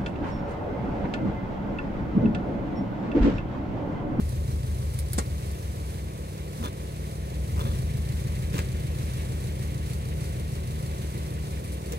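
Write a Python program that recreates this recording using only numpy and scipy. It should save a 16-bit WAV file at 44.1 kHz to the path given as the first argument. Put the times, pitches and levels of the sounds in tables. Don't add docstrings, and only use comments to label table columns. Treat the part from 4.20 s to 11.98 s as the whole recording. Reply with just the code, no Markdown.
import sys
import numpy as np
from scipy import signal
from scipy.fft import rfft, irfft, next_fast_len
from scipy.io import wavfile
from scipy.ndimage import map_coordinates

SR = 44100
rng = np.random.default_rng(int(sys.argv[2]) if len(sys.argv) > 2 else 0)


def wav_out(sig):
    wavfile.write(sys.argv[1], SR, np.round(np.clip(np.atleast_2d(sig).T, -1, 1) * 32767).astype(np.int16))


N = 343098
TIME = np.arange(N) / SR


def amp(db):
    return 10 ** (np.asarray(db) / 20)


def unit(x):
    return x / np.sqrt(np.mean(x ** 2) + 1e-20)


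def along(points, hz):
    point_hz, value = np.transpose(points)
    return np.interp(np.log(hz + 1), np.log(point_hz + 1), value)


def curve(rows):
    time_s, value = np.transpose(rows)
    return np.interp(TIME, time_s, value)


def wobble(knots_per_s):
    knots = rng.standard_normal(int(N * knots_per_s / SR) + 4)
    return map_coordinates(knots, [TIME * knots_per_s])


def filtered(x, response):
    size = next_fast_len(N + SR // 2)
    hz = np.fft.rfftfreq(size, 1 / SR)
    return irfft(rfft(x, size) * response(hz), size)[..., :N]


def lagged(x, lag_s):
    keep = np.exp(-1 / (lag_s * SR))
    return signal.lfilter([1 - keep], [1, -keep], x)


# hz, correlation
ALIKE = [(100, .999), (250, 1), (500, 1), (1000, 0.84), (2000, 0.66), (4000, 0.39), (8000, 0.088),
         (15000, 0.098)]


def rush(spectrum, grain_db=0):
    noise = rng.standard_normal((2, N)) * amp(grain_db * wobble(900))

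    def mid_side(hz):
        angle = np.arccos(np.clip(along(ALIKE, hz), -1, 1)) / 2
        return amp(along(spectrum, hz)) * [np.cos(angle), np.sin(angle)]

    mid, side = filtered(noise, mid_side)
    return unit(np.array([mid + side, mid - side]))


def fade(start_s, t60_s, attack_s):
    t = np.maximum(TIME - start_s, 0)
    return (1 - np.exp(-t / attack_s)) * amp(-60 * np.minimum(t / t60_s, 2))


def blows(rows, spectrum, grain_db, attack_s):
    envelope = sum(amp(db) * fade(start_s, t60_s, attack_s) for start_s, db, t60_s in rows)
    return envelope * rush(spectrum, grain_db)


def ringing(start_s, modes, waver_turns):
    first = int(start_s * SR)
    span = slice(first, first + SR // 4)
    t = np.maximum(TIME[span] - start_s, 0)
    attack = 1 - np.exp(-t / 0.0021)
    out = np.zeros(N)
    for hz, db, t60_s in modes:
        drift = map_coordinates(rng.standard_normal(128), [t * 450])
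        turns = hz * t + waver_turns * drift + rng.random()
        out[span] += amp(db - 60 * t / t60_s) * attack * np.sin(2 * np.pi * turns)
    return out


# time_s, speed_rpm
SPEED = [(0.0, 784.7), (0.47, 778.7), (0.9, 750.9), (1.24, 737.1), (1.55, 683.6), (1.87, 620.5),
         (2.11, 594.5), (2.6, 620.9), (3.04, 632.2), (3.25, 697.8), (3.48, 810.7), (3.85, 788.7),
         (4.25, 810.1), (4.9, 795.6), (5.9, 774.8), (6.62, 774.3), (7.14, 735.4), (7.78, 634.5)]


def engine_rpm():
    return curve(SPEED)


# time_s, load_0_1
LOAD = [(0, 0.66), (.95, 0.52), (1.3, 0.17), (2.4, 0.08), (2.9, 0.1), (3.15, 0.4), (3.35, 0.64),
        (3.7, 0.45), (4.2, 0.3), (6.7, 0.04), (7.78, 0)]
# time_s, way_0_1
TRAVEL = [(0, 0), (1.9, 0.75), (3.1, 0.7), (4.3, 1)]
IDLE_RPM = 780


def level_db(law):
    idle_db, db_per_rpm, load_db, way_db = law
    speed_db = db_per_rpm * (engine_rpm() - IDLE_RPM)
    return idle_db + speed_db + load_db * curve(LOAD) + way_db * curve(TRAVEL)


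def strokes(cycle, firings, scatter_db, jitter_cycles):
    train = np.zeros(N)
    for place, db in firings:
        chance = rng.uniform(-0.9, 1, (int(cycle[-1]) + 1, 2))
        when = np.arange(len(chance)) + place + jitter_cycles * chance[:, 0]
        at = np.searchsorted(cycle, when)
        train += np.bincount(at, amp(db + scatter_db * chance[:, 1]), N + 1)[:N]
    return train


def bank(cycle, firings, resonances):
    def ring(hz):
        return sum(coupling * 1j * hz * width / (centre ** 2 - hz ** 2 + 1j * hz * width)
                   for centre, width, coupling in resonances)

    def low_cut(hz):
        b, a = signal.butter(N=6, Wn=48, btype="high", analog=True)
        return signal.freqs(b, a, hz)[1]

    pulses = strokes(cycle, firings, scatter_db=.7, jitter_cycles=.0007)
    return unit(filtered(pulses, lambda hz: ring(hz) * low_cut(hz)))


# shaft_multiple, relative_db
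FAN_TONES = [(4, -41.5), (5, -47), (6, -54), (8, -57.5), (9, -60.5), (10, -55), (12, -61.5), (14, -61.5),
             (15, -58.5), (16, -70), (18, -60.5)]
# time_s, gain_db
HUM = [(1, -1.5), (2.1, -1), (2.8, 1), (3.6, 1.5)]
# hz, relative_db_per_hz
FAN_AIR = [(25, -20), (60, 1.5), (150, 1), (250, -1), (400, 1.5), (520, 1), (640, -5), (800, -10.5),
           (1100, -9), (1800, -36), (4000, -63)]
FAN_HZ, FAN_SAG_HZ_PER_RPM, FAN_LAG_S = 37.9, .0095, 0.319
CHARGING_RPM = 694.5


def fan():
    shortfall_rpm = lagged(np.maximum(CHARGING_RPM - engine_rpm(), 0), FAN_LAG_S)
    shaft_hz = FAN_HZ - FAN_SAG_HZ_PER_RPM * shortfall_rpm
    unsteady = 1 + 0.0011 * wobble(5) + .002 * wobble(30)
    turns = np.cumsum(shaft_hz * unsteady) / SR
    tones = sum(amp(db + 1.4 * wobble(6)) * np.sin(2 * np.pi * (multiple * turns + rng.random()))
                for multiple, db in FAN_TONES)
    air = amp(-43.5 + 0.36 * wobble(10)) * rush(FAN_AIR)
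    return np.sqrt(2) * amp(curve(HUM)) * tones + air


# hz, relative_db_per_hz
BAY_HISS = [(400, -12), (900, 9), (1400, 2.5), (2100, 0), (3000, -1), (4000, 0), (5200, -0.5), (7000, -1),
            (9000, 1), (11000, -2), (13000, -4), (15800, -11)]
# hz, relative_db_per_hz
INTAKE = [(800, -61), (1400, -12), (1800, -2), (2100, 0), (2500, -2), (3200, -5), (4100, -8), (6000, -52)]
# hz, relative_db_per_hz
VALVE = [(1000, -32), (2100, -13), (3200, 2.5), (4100, 8.5), (4450, 12.5), (4900, 3.5), (6000, 5.5),
         (9000, 8.5), (15000, -2.5)]
# cycle_place_0_1, relative_db
TAPS = [(.022, 8.5), (.09, 1.5), (.345, 4), (.55, 6), (.6, -2), (.80, 8)]
# idle_db, db_per_rpm, full_load_db, full_way_db
HISS_LAW = (-48.5, 0.0084, -0.5, 0.54)
INTAKE_LAW = (-57.5, 0.0084, -1.5, 5.5)
VALVE_LAW = (-54.5, 0.0214, 1, 4)


def engine_bay(cycle):
    taps = strokes(cycle, TAPS, scatter_db=2, jitter_cycles=.008)
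    tick_shape = fade(0, t60_s=0.045, attack_s=0.001)[:SR // 4]
    ticks = signal.fftconvolve(taps, tick_shape)[:N] * rush(VALVE, grain_db=-0.5)
    hiss = amp(level_db(HISS_LAW) + 1.08 * wobble(16)) * rush(BAY_HISS, grain_db=0.2)
    intake = amp(level_db(INTAKE_LAW) + 1.7 * wobble(40)) * rush(INTAKE, grain_db=0.5)
    return hiss + intake + amp(level_db(VALVE_LAW)) * ticks


# start_s, level_db, t60_s, ring_hz
SNAPS = [(.09, -40.5, .07, 9200), (.737, -40.5, 0.054, 9000), (0.788, -30, 0.065, 9100),
         (.884, -40, .04, 11500), (.921, -40, .04, 11600), (0.9317, -28.5, 0.057, 12300),
         (1.313, -42, 0.065, 11500), (3.585, -44, .05, 9000), (7.442, -44, 0.18, 9000),
         (7.519, -43, 0.18, 12000)]
# hz, relative_db_per_hz
TWIG = [(400, -22), (1200, -9), (2000, 3.5), (3000, -6), (4900, 4), (6200, -3.5), (9000, 9), (12500, 3.5),
        (15800, -7)]
TWIG_RING_DB = -5


def twigs():
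    snaps = blows([row[:3] for row in SNAPS], TWIG, grain_db=3.0, attack_s=0.00091)
    rings = sum(ringing(start_s, [(hz, db, t60_s)], waver_turns=.6) for start_s, db, t60_s, hz in SNAPS)
    return snaps + amp(TWIG_RING_DB) * rings


# start_s, pitch_hz, level_db, t60_s
THUDS = [(0.98, 151, -28, 0.12), (0.98, 214, -29, 0.16), (2.395, 229, -28.5, 0.23), (2.409, 92, -28, 0.45),
         (2.441, 147, -31, 0.27), (2.446, 276, -31.5, 0.17), (3.441, 214, -31, 0.3),
         (4.341, 152, -15.5, 0.082), (4.342, 282, -27, 0.16), (4.388, 190, -26, 0.1),
         (4.388, 350, -33.5, 0.11), (4.387, 93, -28, 0.18)]


def body():
    return sum(amp(db) * fade(start_s, t60_s, attack_s=0.0052) * np.sin(2 * np.pi * hz * (TIME - start_s))
               for start_s, hz, db, t60_s in THUDS)


# start_s, level_db, t60_s
CLANKS = [(.980, -20.5, .045), (.984, -23.5, .075)]
# hz, relative_db_per_hz
CLANK = [(100, 7), (220, 22), (380, 12.5), (700, 5), (1000, 11.5), (1500, 1), (3000, -7), (4500, -3),
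         (6000, -3.5), (8300, 5.5), (10500, -5.5), (15800, -22)]
# pitch_hz, relative_db, t60_s
STEEL = [(346, -5, 0.063), (510, -15, 0.13), (990, -7, 0.077), (1870, -13, 0.14), (2140, -13, 0.16),
         (4270, -9, 0.068), (5600, -5, 0.073), (6790, -2, 0.07), (7800, -5, .07), (8620, -12, 0.051)]
STEEL_DB = -30.5


def clank():
    crack = blows(CLANKS, CLANK, grain_db=2, attack_s=.0005)
    return crack + amp(STEEL_DB) * ringing(CLANKS[0][0], STEEL, waver_turns=0.072)


# start_s, level_db, t60_s, tilt_db_per_octave
CRUNCHES = [(4.33, -34, .04, -1), (4.3415, -29, 0.05, -3.5), (4.354, -31, 0.058, -2),
            (4.364, -37, 0.048, -3.5), (4.38, -26.5, 0.054, -2), (4.389, -28, 0.045, -2),
            (4.399, -32, 0.082, -3.5), (7.721, -34, 0.073, 4)]
# hz, relative_db_per_hz
STONE = [(400, 12), (900, -5.5), (1700, 7.5), (3000, 4.5), (4400, 3.5), (5600, 2.5), (7400, 4.5),
         (11000, -4), (15800, -4)]


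def stones():
    out = 0
    for start_s, db, t60_s, tilt in CRUNCHES:
        colour = [(hz, level + tilt * np.log2(hz)) for hz, level in STONE]
        out = out + blows([(start_s, db, t60_s)], colour, grain_db=3, attack_s=.0006)
    return out


def crackle(hits_per_s):
    hits = (rng.random(N) < hits_per_s / SR) * rng.uniform(.2, 1, N) ** 2
    fracture = fade(0, t60_s=.007, attack_s=.0002)[:SR // 10]
    energy = signal.fftconvolve(hits, fracture ** 2)[:N]
    return unit(np.sqrt(np.abs(energy)))


# start_s, length_s, soil_db, grit_db
SCRUBS = [(2.407, 0.091, -40, -39), (3.3, 0.24, -40.5, -49.5), (3.36, 0.069, -51, -46),
          (4.314, 0.12, -43, -43), (7.704, 0.06, -37.5, -47)]
# hz, relative_db_per_hz
SOIL = [(35, -35), (80, -3), (160, 7.5), (260, -4), (450, 3), (800, -11), (1400, -27), (3000, -42)]
# hz, relative_db_per_hz
GRIT = [(500, -30), (1000, 23), (1600, 1), (2400, 2.5), (3000, 8.5), (4000, -10), (5000, 2), (8000, 0),
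        (11000, -2), (15800, -5)]
# start_s, level_db
CHIRPS = [(2.436, -34), (2.448, -33), (2.458, -39), (2.469, -34), (3.405, -32), (3.412, -35), (3.452, -38),
          (3.464, -38), (3.483, -42), (3.502, -42), (3.515, -41)]
# pitch_hz, relative_db, t60_s
TREAD = [(3520, -1, 0.046), (4130, -10, .04), (1180, -2, 0.05), (1626, -8, 0.044)]
CHIRP_GRIT_DB = -20


def tyres():
    soil, grit = np.zeros((2, N))
    for start_s, length_s, soil_db, grit_db in SCRUBS:
        slip = np.sin(np.pi * np.clip((TIME - start_s) / length_s, 0, 1))
        soil += amp(soil_db) * slip
        grit += amp(grit_db) * slip
    for start_s, db in CHIRPS:
        grit += amp(db + CHIRP_GRIT_DB) * fade(start_s, t60_s=0.03, attack_s=.001)
    chirps = sum(amp(db) * ringing(start_s, TREAD, waver_turns=.13) for start_s, db in CHIRPS)
    scrub = soil * rush(SOIL) + grit * crackle(hits_per_s=420) * rush(GRIT)
    return scrub + chirps + stones()


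# hz, relative_db_per_hz
ECHO = [(100, -1), (800, -2), (3500, 2), (8000, -8.5), (15800, -17)]
ECHO_DB, ECHO_T60_S = -12.5, 0.092


def echo(x):
    tail = (rush(ECHO) * fade(0, ECHO_T60_S, attack_s=0.0048))[:, :SR // 2]
    tail = tail / np.linalg.norm(tail[0])
    return amp(ECHO_DB) * signal.fftconvolve(x, tail, axes=1)[:, :N]


# cycle_place_0_1, relative_db
DEEP_FIRINGS = [(.078, 8), (.336, 7)]
BRIGHT_FIRINGS = [(0.569, 4.8), (.826, 8.7)]
# centre_hz, width_hz, signed_coupling
PANELS = [(87.7, 7.2, 0.79), (95.6, 7, -0.91), (214, 18, .16)]
# hz, relative_db_per_hz
RUMBLE = [(40, -40), (72, -21), (95, -4), (135, -8), (170, -7), (220, -10), (270, -14), (600, -20),
          (1200, -35)]
# time_s, level_db
STRAIN = [(0, -45), (.6, -45.5), (1.9, -49.5), (2.9, -56), (3.25, -39.5), (3.55, -35), (3.85, -47),
          (4.2, -39.5), (4.8, -46), (5.6, -46), (7.78, -53)]
RUMBLE_DB = -13


def shudder(cycle):
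    panels = bank(cycle, DEEP_FIRINGS, PANELS)
    return amp(curve(STRAIN)) * (panels + amp(RUMBLE_DB) * rush(RUMBLE))


# centre_hz, width_hz, signed_coupling
BLOCK = [(225.4, 30, 0.41), (318, 13.6, -0.97), (381, 14, 0.33), (462, 14, -0.97), (569, 63, 0.2)]
# idle_db, db_per_rpm, full_load_db, full_way_db
BLOCK_LAW = (-57, -0.0044, -2.5, 4)


def block(cycle):
    return amp(level_db(BLOCK_LAW)) * bank(cycle, DEEP_FIRINGS + BRIGHT_FIRINGS, BLOCK)


# centre_hz, width_hz, signed_coupling
DEEP_PIPE = [(65.5, 9.4, 0.46), (82.8, 27, -0.127), (114, 2.4, 0.056), (200, 21, -0.022)]
BRIGHT_PIPE = [(64.1, 7.1, 0.095), (125.8, 12.8, -0.12), (145, 52, 0.0099), (205, 3.8, -0.018)]
# centre_hz, width_hz, signed_coupling
SILENCER = [(88, 2.15, 1)]
# idle_db, db_per_rpm, full_load_db, full_way_db
DEEP_LAW = (-34, 0.0289, 8.5, 0.5)
BRIGHT_LAW = (-37.5, 0.051, 7, 1.5)
BOOM_LAW = (-43.5, -0.0268, 5, -5)


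def exhaust(cycle):
    deep = amp(level_db(DEEP_LAW)) * bank(cycle, DEEP_FIRINGS, DEEP_PIPE)
    bright = amp(level_db(BRIGHT_LAW)) * bank(cycle, BRIGHT_FIRINGS, BRIGHT_PIPE)
    boom = amp(level_db(BOOM_LAW)) * bank(cycle, BRIGHT_FIRINGS, SILENCER)
    return (deep + bright + boom) * amp([[.45], [-.45]])


LEFT_LAG_S = .000472


def scene():
    cycle = np.cumsum(engine_rpm()) / 120 / SR
    bay = engine_bay(cycle) * amp([[-.9], [.9]])
    car = fan() + bay + shudder(cycle) + block(cycle) + exhaust(cycle)
    ground = twigs() + body() + clank() + tyres()
    sides = np.array([[-1], [1]])
    return filtered(car + ground + echo(ground), lambda hz: np.exp(1j * np.pi * hz * LEFT_LAG_S * sides))


TOP_HZ = 15850


def record(dry):
    return filtered(dry, lambda hz: hz < TOP_HZ)


dry = scene()
out = record(dry)
wav_out(out)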